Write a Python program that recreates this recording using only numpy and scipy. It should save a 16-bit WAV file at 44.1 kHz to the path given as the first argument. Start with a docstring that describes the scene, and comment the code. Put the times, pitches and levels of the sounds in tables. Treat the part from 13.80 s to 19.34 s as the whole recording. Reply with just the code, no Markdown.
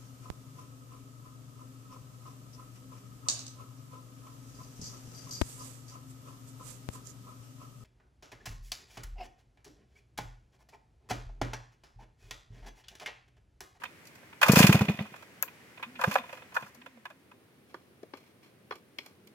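"""A small two-stroke saw is pull-started on a log outdoors: the crank spins ten turns without firing, puffs through
the muffler and stops; the rope handle and starter pawls knock on the casing,
a switch snaps, and soft low tones glide up and down as the rope is drawn slowly. The scene then fades to a quieter
place, where fingers work the plastic knob of the cover."""
import sys
import numpy as np
from scipy.fft import rfft, irfft, next_fast_len
from scipy.io import wavfile
from scipy.ndimage import uniform_filter1d, map_coordinates

SR = 44100
rng = np.random.default_rng(int(sys.argv[2]) if len(sys.argv) > 2 else 0)


def int16_out(signal):
    """Quantize to a 16-bit WAV file."""
    q = np.round(np.clip(np.atleast_2d(signal).T, -1, 1) * 32767)
    wavfile.write(sys.argv[1], SR, q.astype(np.int16))


N = 244314

# crank turns: (s exhaust port opens, its puff dB, ms on to the transfer port, its puff dB)
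TURNS = [(.6983, -3, 5.4, -19), (0.7358, -9, 4.8, -20.5), (0.7729, -4.1, 4.6, -17.4), (.8062, -3, 4.6, -15),
         (.8441, -3, 5.6, -11.5), (.895, -6.5, 6.6, -9), (0.948, -13, 8, -9), (1.0111, -15.5, 9.5, -10.5),
         (1.088, -16.5, 12.3, -14), (1.1933, -26.2, 18.9, -22.5), (2.2752, -38.9, 7.6, -18.5), (2.8276, -42, 14.7, -45)]
EXHAUST = [(170, 186, 0)]  # muffler as the exhaust port drives it: (Hz, width Hz, dB), fixed
CRANKCASE = [(210, 30, 0), (131, 152, -7.4)]  # muffler and crankcase joined: (Hz, width Hz, dB), fixed
# rope handle, pawls and hands on the casing: (s, middle modes dB, low, upper and bright part over them dB, left minus right dB, t60 s)
KNOCKS = [(.017, -40.5, -12, -5, -23.5, 4, 0.036), (.035, -31, -12, -.5, -9, -6, 0.014), (.052, -46.5, -5, 12.5, -24, -.5, 0.024),
          (.252, -62.5, -18, 3, 13, -5, .025), (.27, -64, -8, 9, 19.5, -5, .025), (.353, -52, -22, -3, 2, -3, 0.018),
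          (.427, -58, 2, -13, -23.5, -11, 0.089), (.527, -45.5, -18, 0, -28, 1, .03), (1.253, -43.5, -15, -19, -40, -1.5, .022), (1.338, -40, -5, -6, -29, 0, 0.015),
          (1.36, -51, -6, -4, -4, -12, 0.007), (1.424, -46, -4, -3.5, -8, -6.5, 0.015), (1.625, -29, -11, -2, -5, -.5, .018),
          (1.677, -51.5, -17, 9, -15.5, -5, 0.031), (1.974, -47.5, -6, 6.5, -20, -2, .018), (1.995, -43, -7, -9, -24, -3.5, .025),
          (2.026, -33.5, -17, 4, -13, 0.5, 0.052), (2.153, -51.5, -20, 11.5, -13, 3, 0.086), (2.191, -30.5, -6, -19, -32.5, -2, 0.049),
          (2.212, -25.5, -17, -7, -12, 3.5, .065), (2.237, -13.5, -6, -11, -21.5, -2, .014), (2.311, -30.5, -13, -2.5, -7, -4.5, 0.059),
          (2.354, -14, 0, -8.5, -40, -1, 0.014), (2.381, -52, -31, 9.5, -10.5, 30, .016), (2.436, -44, -24, -4, -20, -3, 0.022),
          (2.49, -42.5, -5, -4, -23.5, -2, .046), (2.526, -39, 0.5, -1.5, -13.5, -2, 0.038), (2.572, -46, -2, -6, -14, -2, 0.019),
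          (2.618, -46, -5, -2, -27, -2, .03), (2.72, -46.5, -5, -4, -15, -1, .033), (2.743, -42, -24, -3, -17.5, 0.5, .025),
          (2.752, -34, -22, -22, -19.5, -7.5, .037), (2.764, -15.5, -19, -13, -35, 1, .024), (2.823, -42, -4, -0.5, -13, -1, .032),
          (2.842, -61, -16, 7, -37, 11, 0.017), (2.863, -45.5, -20, -21.5, -28, -3, .021), (2.946, -57.5, 0, -10, 7.5, 5.5, .03),
          (3.014, -51, -23, 6.5, -30, 0, .022), (3.06, -40.5, -7, -2, -14, -3, 0.034), (3.17, -62.5, 8.5, 0, -12, -12, 0.014),
          (3.253, -33, -16.5, -3, -17.5, -1.5, .027), (3.301, -46, -2.5, -4, -11, -1, 0.047), (3.513, -47.5, -14.5, -4, -18, 1, 0.024)]
CASING = [(515, 50, -3), (730.4, 150, -4), (1000.6, 130, 4.5), (1060, 14, 6), (1180, 18, -1.5), (1697, 210, 7.5), (1390, 959, 0), (1983, 270, -11.5), (2479, 82, -0.5), (2820, 47, -25), (3580, 45, -5.5), (3070, 1600, -14)]  # (Hz, width Hz, dB)
SHEEN = [(2060, -22), (3500, -16), (3850, -10.5), (4240, -0.5), (7270, -3), (7850, -9), (8580, -9), (14900, -5),
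         (16000, -26.5)]  # bright part of the blows: (Hz, dB per Hz)
# flywheel, rope and piston rubbing, for the hard pull and two slow draws of the rope: (s, level in the casing dB, level of the treble dB)
RUB = [[(.655, -60, -52), (.756, -41, -40), (.788, -30, -24), (.822, -29, -30), (.888, -46, -45), (.998, -45.5, -49.5),
        (1.146, -57.5, -60), (1.45, -70, -73.5)],
       [(2.19, -58.5, -55.5), (2.262, -58, -55.5), (2.356, -48, -44), (2.414, -66, -73), (2.542, -62.5, -61.5), (2.66, -72, -94)],
       [(2.745, -63, -47.5), (2.809, -72, -64.5), (2.9, -83, -66.5)]]
# fingers on the knob: the same columns
TAPS = [(3.942, -32.5, -2.5, -11.5, -20, -2, 0.016), (4.23, -50.5, 17, -4, -4, 3, .015), (4.335, -36.5, 2.5, -3.5, -32, 6, 0.011),
        (4.371, -58.5, 3.5, 5, 5, -4, 0.017), (4.908, -27.5, -5, -7.5, -31, 1.5, .011), (4.921, -34.5, -8, -6, -22, -1, 0.014),
        (4.955, -58, 7, 6, 9.5, -2, .023), (5.185, -42, 2.5, 16.5, 1.5, 0, .013), (5.261, -48.5, -3, 2.5, 6, 0, 0.012),
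        (5.472, -64.5, -11, 15.5, 18, -2, .021)]
COVER = [(337, 300, -4), (664, 200, -4), (856.8, 350, -6), (1190, 110, 0), (1500, 360, -3), (1809, 870, -6.5), (2250, 260, -1), (3346, 170, -4), (4175, 130, -4), (5450, 200, -5)]  # (Hz, width Hz, dB)
# soft low tones that glide up and down: (s, length s, first Hz, last Hz, arch Hz, dB)
MOANS = [(2.054, .165, 205, 204, 58, -46.5), (2.301, 0.12, 231, 205, 71, -39), (2.966, 0.261, 222, 189, 62, -52.5),
         (5.379, 0.15, 194, 214, 3.1, -52.5)]
FIELD = [(18, -80.5), (30, -53.5), (73, 2), (112, -2), (189, -4.5), (526, -10), (649, -15), (702, -14.5), (1250, -14.5),
         (2060, -10.5), (3770, -23), (14000, -30.5), (16000, -33)]  # outdoor air: (Hz, dB per Hz)
QUIET = [(18, -78), (30, -32), (86, -0.5), (184, -6.5), (239, -5.5), (287, -7.5), (364, -7), (822, -20.5), (2230, -22),
         (2830, -25), (7670, -36), (8980, -31), (16000, -36)]  # the quieter place: (Hz, dB per Hz)
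FIELD_DB, QUIET_DB = -54.5, -59.5
LEAN = [(60, -14), (180, -9.5), (550, 2.5), (1650, -2.5), (4970, -1), (15000, 6.5)]  # the saw: (Hz, left minus right dB)
LEAD = 5.36  # samples by which the left port hears first
TOP_HZ = 16100  # fixed
SPLIT_HZ = (850, 1900)  # fixed: borders of the low, middle and upper modes
LOW_CUT_HZ = 76  # fixed
WAY = np.array([[1], [-1]])  # left, right
MUFFLER_LEAD = 2.4  # samples, for the low muffler sound
# piston and pawl clatter of the spinning crank: the same columns
CLATTER = [(.614, -17, -16.5, -3.5, -8, -1, 0.047), (.628, -9, -10.5, -1, -13, 2, 0.034), (.662, -21, -20, -16, -11, -7, .026),
           (.682, -21.5, 1.5, 2, -2, -0.5, 0.08), (.718, -26, -13.5, 0, 8.5, 7.5, 0.025), (.756, -18, -6, 2.5, -.5, -1.5, 0.054),
           (.79, -15.5, -7, -7.5, -2.5, 2, 0.018), (.827, -21, -10.5, 11, -4, 2, .024), (.866, -22, -13.5, 4.5, 4, -4, .03),
           (.894, -33, -4, 2.5, -10, -1, .021), (.925, -19.5, -9.5, 7, -4, 0, .018), (.952, -32, .5, -16, -21, 2, .01),
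           (1.008, -29, .5, -10.5, -15, -8, .02), (1.083, -33.5, 3, 11, -24.5, -0.5, 0.018), (1.188, -36, 2, 8, -28, -1.5, 0.024)]
SNAP_S, SNAP_DB = 1.6255, (-9.5, -17.5)  # a switch snaps over: left and right dB
SPRING = [(6870, 810, -11), (12240, 790, -0.5), (14200, 2100, -5)]  # its spring: (Hz, width Hz, dB)
FUMBLE = [(3.89, .16, -70), (4.34, .18, -64), (4.63, .08, -62), (4.91, 0.086, -62.5), (5.202, 0.161, -66)]  # skin slides on the knob: (s, length s, dB)
TAILPIPE = [(447, 73, 8), (680, 120, -23.5)]  # rung by the front of the jet: (Hz, width Hz, dB)
RUMBLE_HZ = 69
AIR_ALIKE = [(60, 0.7), (180, 0.9), (550, 0.57), (1650, 0.2), (4970, -0.1), (15000, 0.0)]  # (Hz, left-right likeness)
SAW_ALIKE = [(300, 1), (700, 1), (1400, 0.48), (2800, 0.25), (5600, .3), (12000, 0.18)]  # (Hz, left-right likeness)
CLOSING_AFTER, CLOSING_DRAG, CLOSING_DB = 1.1, .305, -14  # ports close this many transfer delays on, later per ms as the crank slows; dB under the opening
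# how each kind of blow sounds: (hold s, bright t60 s, after-rattle dB, its t60 s)
KNOCK, CLACK, TAP = (0.0072, 0.0429, -18.5, 0.2361), (0.0042, 0.0547, -14.5, 0.2454), (0.0044, .012, -14, 0.14)
RUB_TONE = (-4.5, -2, 5.1)  # low, middle, upper modes (dB)
MOAN_LOUDEST_HZ, MOAN_DB_PER_HZ, MOAN_EDGE_S = 232, 0.3, 0.021
FADE_S, HUSH_S = (2.6, 3.63), (3.0, 3.5)  # the outdoor air fades out, the quieter place in
FUMBLE_FALL_DB, FUMBLE_TREBLE_DB, FUMBLE_TONE = 10, -7, (-8, -4, 0)
LINGER_MS = 11  # beyond this transfer delay the port stays open and the narrow crankcase note rings longer


def amp(db):
    """Gain of a level in dB."""
    return 10 ** (np.asarray(db) / 20)


def unit(x):
    """x at rms 1."""
    return x / np.sqrt(np.mean(x ** 2) + 1e-20)


def along(points, hz):
    """(Hz, value) points on a log axis."""
    f, v = np.transpose(points)
    return np.interp(np.log(hz + 1), np.log(f + 1), v)


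def curves(rows, outside=-120):
    """One value per sample for each column after the time."""
    s, *cols = np.transpose(rows)
    return [np.interp(np.arange(N) / SR, s, c, outside, outside) for c in cols]


def filtered(x, response):
    """x times a complex response of frequency."""
    n = x.shape[-1]
    m = next_fast_len(n + SR // 2)
    return irfft(rfft(x, m) * response(np.fft.rfftfreq(m, 1 / SR)), m)[..., :n]


def modes(table, hz):
    """Causal response of (Hz, width, dB) resonances."""
    return sum((-1) ** k * amp(db) * 1j * hz * w / (c * c - hz * hz + 1j * hz * w) for k, (c, w, db) in enumerate(table))


def ports(pair, alike):
    """Two unrelated versions of a sound mixed into left and right ports, the left a little early."""
    turn = lambda hz: np.arccos(np.clip(along(alike, hz), -1, 1)) / 2
    mid, side = filtered(pair, lambda hz: np.array([np.cos(turn(hz)), np.sin(turn(hz))]))
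    return filtered(np.array([mid + side, mid - side]), lambda hz: np.exp(WAY * 1j * np.pi * hz * LEAD / SR))


def hiss(response):
    """Two unrelated noises of rms 1 with a colour."""
    return unit(filtered(rng.standard_normal((2, N)), response))


def puffs():
    """Each port first draws air in, then pushes it out, and the cavity behind it rings."""
    out, t = np.zeros(N + SR), np.arange(SR // 5) / SR - 441 / SR  # fixed
    swing = lambda width: t / width * np.exp(-t ** 2 / (2 * width ** 2))
    ring = lambda width, cavity: filtered(swing(width), lambda hz: modes(cavity, hz))[:len(t)]
    sharp = ring(.00115, EXHAUST)  # fixed
    sharp = sharp / sharp.max()
    (note_hz, width_hz, note_db), boom = CRANKCASE
    tip = amp(-8.5) * np.exp(-(t - t[sharp.argmax()] + 0.00049) ** 2 / (2 * 0.00012 ** 2))  # the steep front of the exhaust jet
    tip = tip + amp(5.5) * filtered(tip, lambda hz: modes(TAILPIPE, hz))[:len(t)]
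    for s, db, transfer_ms, transfer_db in TURNS:
        jet = tip * amp(-.9 * max(transfer_ms - 4.8, 0) + rng.normal(0, 2.0))  # a slower crank opens the port less abruptly
        slow = max(transfer_ms / LINGER_MS, 1)
        round_ = ring(.00145, [(note_hz, width_hz / slow, note_db + 20 * np.log10(slow)), boom])  # fixed
        round_ = round_ / round_.max()
        closing_ms = transfer_ms * (CLOSING_AFTER + CLOSING_DRAG * transfer_ms)
        for ms, level, shape, front in ((0, db, sharp, jet), (transfer_ms, transfer_db, round_, 0), (closing_ms, db + CLOSING_DB, sharp, jet)):
            out[round((s + ms / 1000) * SR) - shape.argmax():][:len(t)] += amp(level) * (shape + front)  # fixed
    gust = uniform_filter1d(np.abs(out[:N]), size=300)  # turbulence rides on every puff
    shudder = uniform_filter1d(np.abs(out[:N]), size=4000) * unit(filtered(rng.standard_normal(N), lambda hz: modes([(130, 200, 0)], hz)))  # the saw shakes on the log
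    return out[:N] + amp(-16) * shudder + amp(-13.0) * gust * unit(filtered(rng.standard_normal(N), lambda hz: modes([(379, 340, 0)], hz)))


def blows(events, kind):
    """Each blow is a short rattle: envelopes for the body's low, middle and upper modes and for the bright crack."""
    hold, bright_t60, tail_db, tail_t60 = kind
    shake, t = np.zeros((4, 2, N + SR)), np.arange(SR // 4) / SR
    held = np.maximum(t - hold * np.array([[1], [1], [.8], [.3]]), 0)
    strike = amp(np.array([[-3], [3], [3], [4]]) - 60 * t / 0.0099)  # the first strike
    rattle = amp(tail_db - 60 * t / tail_t60)  # a weak after-rattle
    for s, db, dull_db, upper_db, bright_db, pan_db, t60 in events:
        fall = amp(-60 * held / np.maximum([[t60], [t60], [t60], [bright_t60]], .004)) + strike + rattle
        fall *= amp(db - 6 + np.array([[dull_db], [0], [upper_db], [bright_db]])) * (1 - np.exp(-t / 0.0019))
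        shake[..., round(s * SR):][..., :len(t)] += fall[:, None] * amp(WAY * pan_db / 2)
    return shake[..., :N]


def parts(shake, body):
    """Noise under four envelopes through the low, middle and upper modes and the bright spectrum."""
    groups = [[m for m in body if np.searchsorted(SPLIT_HZ, m[0]) == k] for k in range(3)]
    soft = lambda hz, g: modes(g, hz) / (1 + 1j * hz / (0.94 * max(g)[0])) ** 2  # the contact is too soft to drive far above the modes
    colours = [lambda hz, g=g: soft(hz, g) for g in groups] + [lambda hz: amp(along(SHEEN, hz))]
    bands = [(.8 * min(g)[0], 1.25 * max(g)[0]) for g in groups] + [(1000, SR)]  # fixed
    out = 0
    for envelope, colour, band in zip(shake, colours, bands):
        noise = ports(even(*band), SAW_ALIKE)
        out = out + filtered(envelope * noise, colour) / np.std(filtered(noise, colour))
    return out


def rubbing(spans, tone_db):
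    """Grainy friction: envelopes for the same four parts."""
    body, treble = uniform_filter1d(sum(amp(curves(rows)) for rows in spans), size=500)
    grain = amp(3 * map_coordinates(rng.standard_normal(N // 200 + 4), [np.arange(N) / 200]))  # fixed
    return (unit(grain) * np.array([*(amp(tone_db)[:, None] * body), treble]))[:, None]


def moans():
    """Soft tones without overtones, loudest where the glide crosses one pitch."""
    out, t = np.zeros(N), np.arange(N) / SR
    for s, length, first_hz, last_hz, arch_hz, db in MOANS:
        u = np.clip((t - s) / length, 0, 1)
        hz = first_hz + (last_hz - first_hz) * u + arch_hz * np.sin(np.pi * u)
        swell = np.minimum(np.minimum(u, 1 - u) * length / MOAN_EDGE_S, 1) * amp(db - MOAN_DB_PER_HZ * np.abs(hz - MOAN_LOUDEST_HZ))
        out += swell * np.sin(2 * np.pi * np.cumsum(hz) / SR)
    return out


def air():
    """The outdoor air fades into the hush of the quieter place."""
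    t = np.arange(N) / SR
    return (amp(FIELD_DB) * np.interp(t, FADE_S, (1, 0)) * hiss(lambda hz: amp(along(FIELD, hz)))
            + amp(QUIET_DB) * np.interp(t, HUSH_S, (0, 1)) * hiss(lambda hz: amp(along(QUIET, hz))))


def snap():
    """One sharp kick of the switch spring and a short buzz after it."""
    t = np.maximum(np.arange(N) / SR - SNAP_S, 0)
    kick = (t > 0) * (amp(-60 * t / 0.0089) + amp(-23 - 60 * t / 0.14)) * rng.standard_normal((2, N))
    return amp(np.array(SNAP_DB)[:, None] + 9.5) * filtered(kick, lambda hz: modes(SPRING, hz))


def even(lo_hz, hi_hz):
    """Two noises in a band, of steady strength from one moment to the next."""
    pair = filtered(rng.standard_normal((2, N)), lambda hz: 1 / (1 + (lo_hz / (hz + 1)) ** 4 + (hz / hi_hz) ** 4))  # fixed
    return pair / np.sqrt(np.abs(uniform_filter1d(pair ** 2, size=150)) + 1e-9)


def scene():
    """Saw and knob near the microphone, air all round."""
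    casing = parts(blows(KNOCKS, KNOCK) + blows(CLATTER, CLACK) + rubbing(RUB, RUB_TONE), CASING)
    saw = filtered(casing, lambda hz: amp(WAY * along(LEAN, hz) / 2))
    muffler = filtered(puffs() + moans(), lambda hz: np.exp(WAY * 1j * np.pi * hz * MUFFLER_LEAD / SR))
    slides = [[(at, level, level + FUMBLE_TREBLE_DB) for at, level in ((s, db), (s + length, db - FUMBLE_FALL_DB))]
              for s, length, db in FUMBLE]
    knob = parts(blows(TAPS, TAP) + rubbing(slides, FUMBLE_TONE), COVER)
    return muffler + saw + snap() + knob + ports(air(), AIR_ALIKE)


def record(dry):
    """The microphone rolls off the bass, a rumble filter the deepest; the camera keeps nothing above its band limit."""
    cut = lambda hz: (1j * hz / (LOW_CUT_HZ + 1j * hz)) ** 2 / (1 + (RUMBLE_HZ / (hz + 1)) ** 4)
    return filtered(dry, lambda hz: cut(hz) * (hz < TOP_HZ))


dry = scene()
out = record(dry)
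int16_out(out)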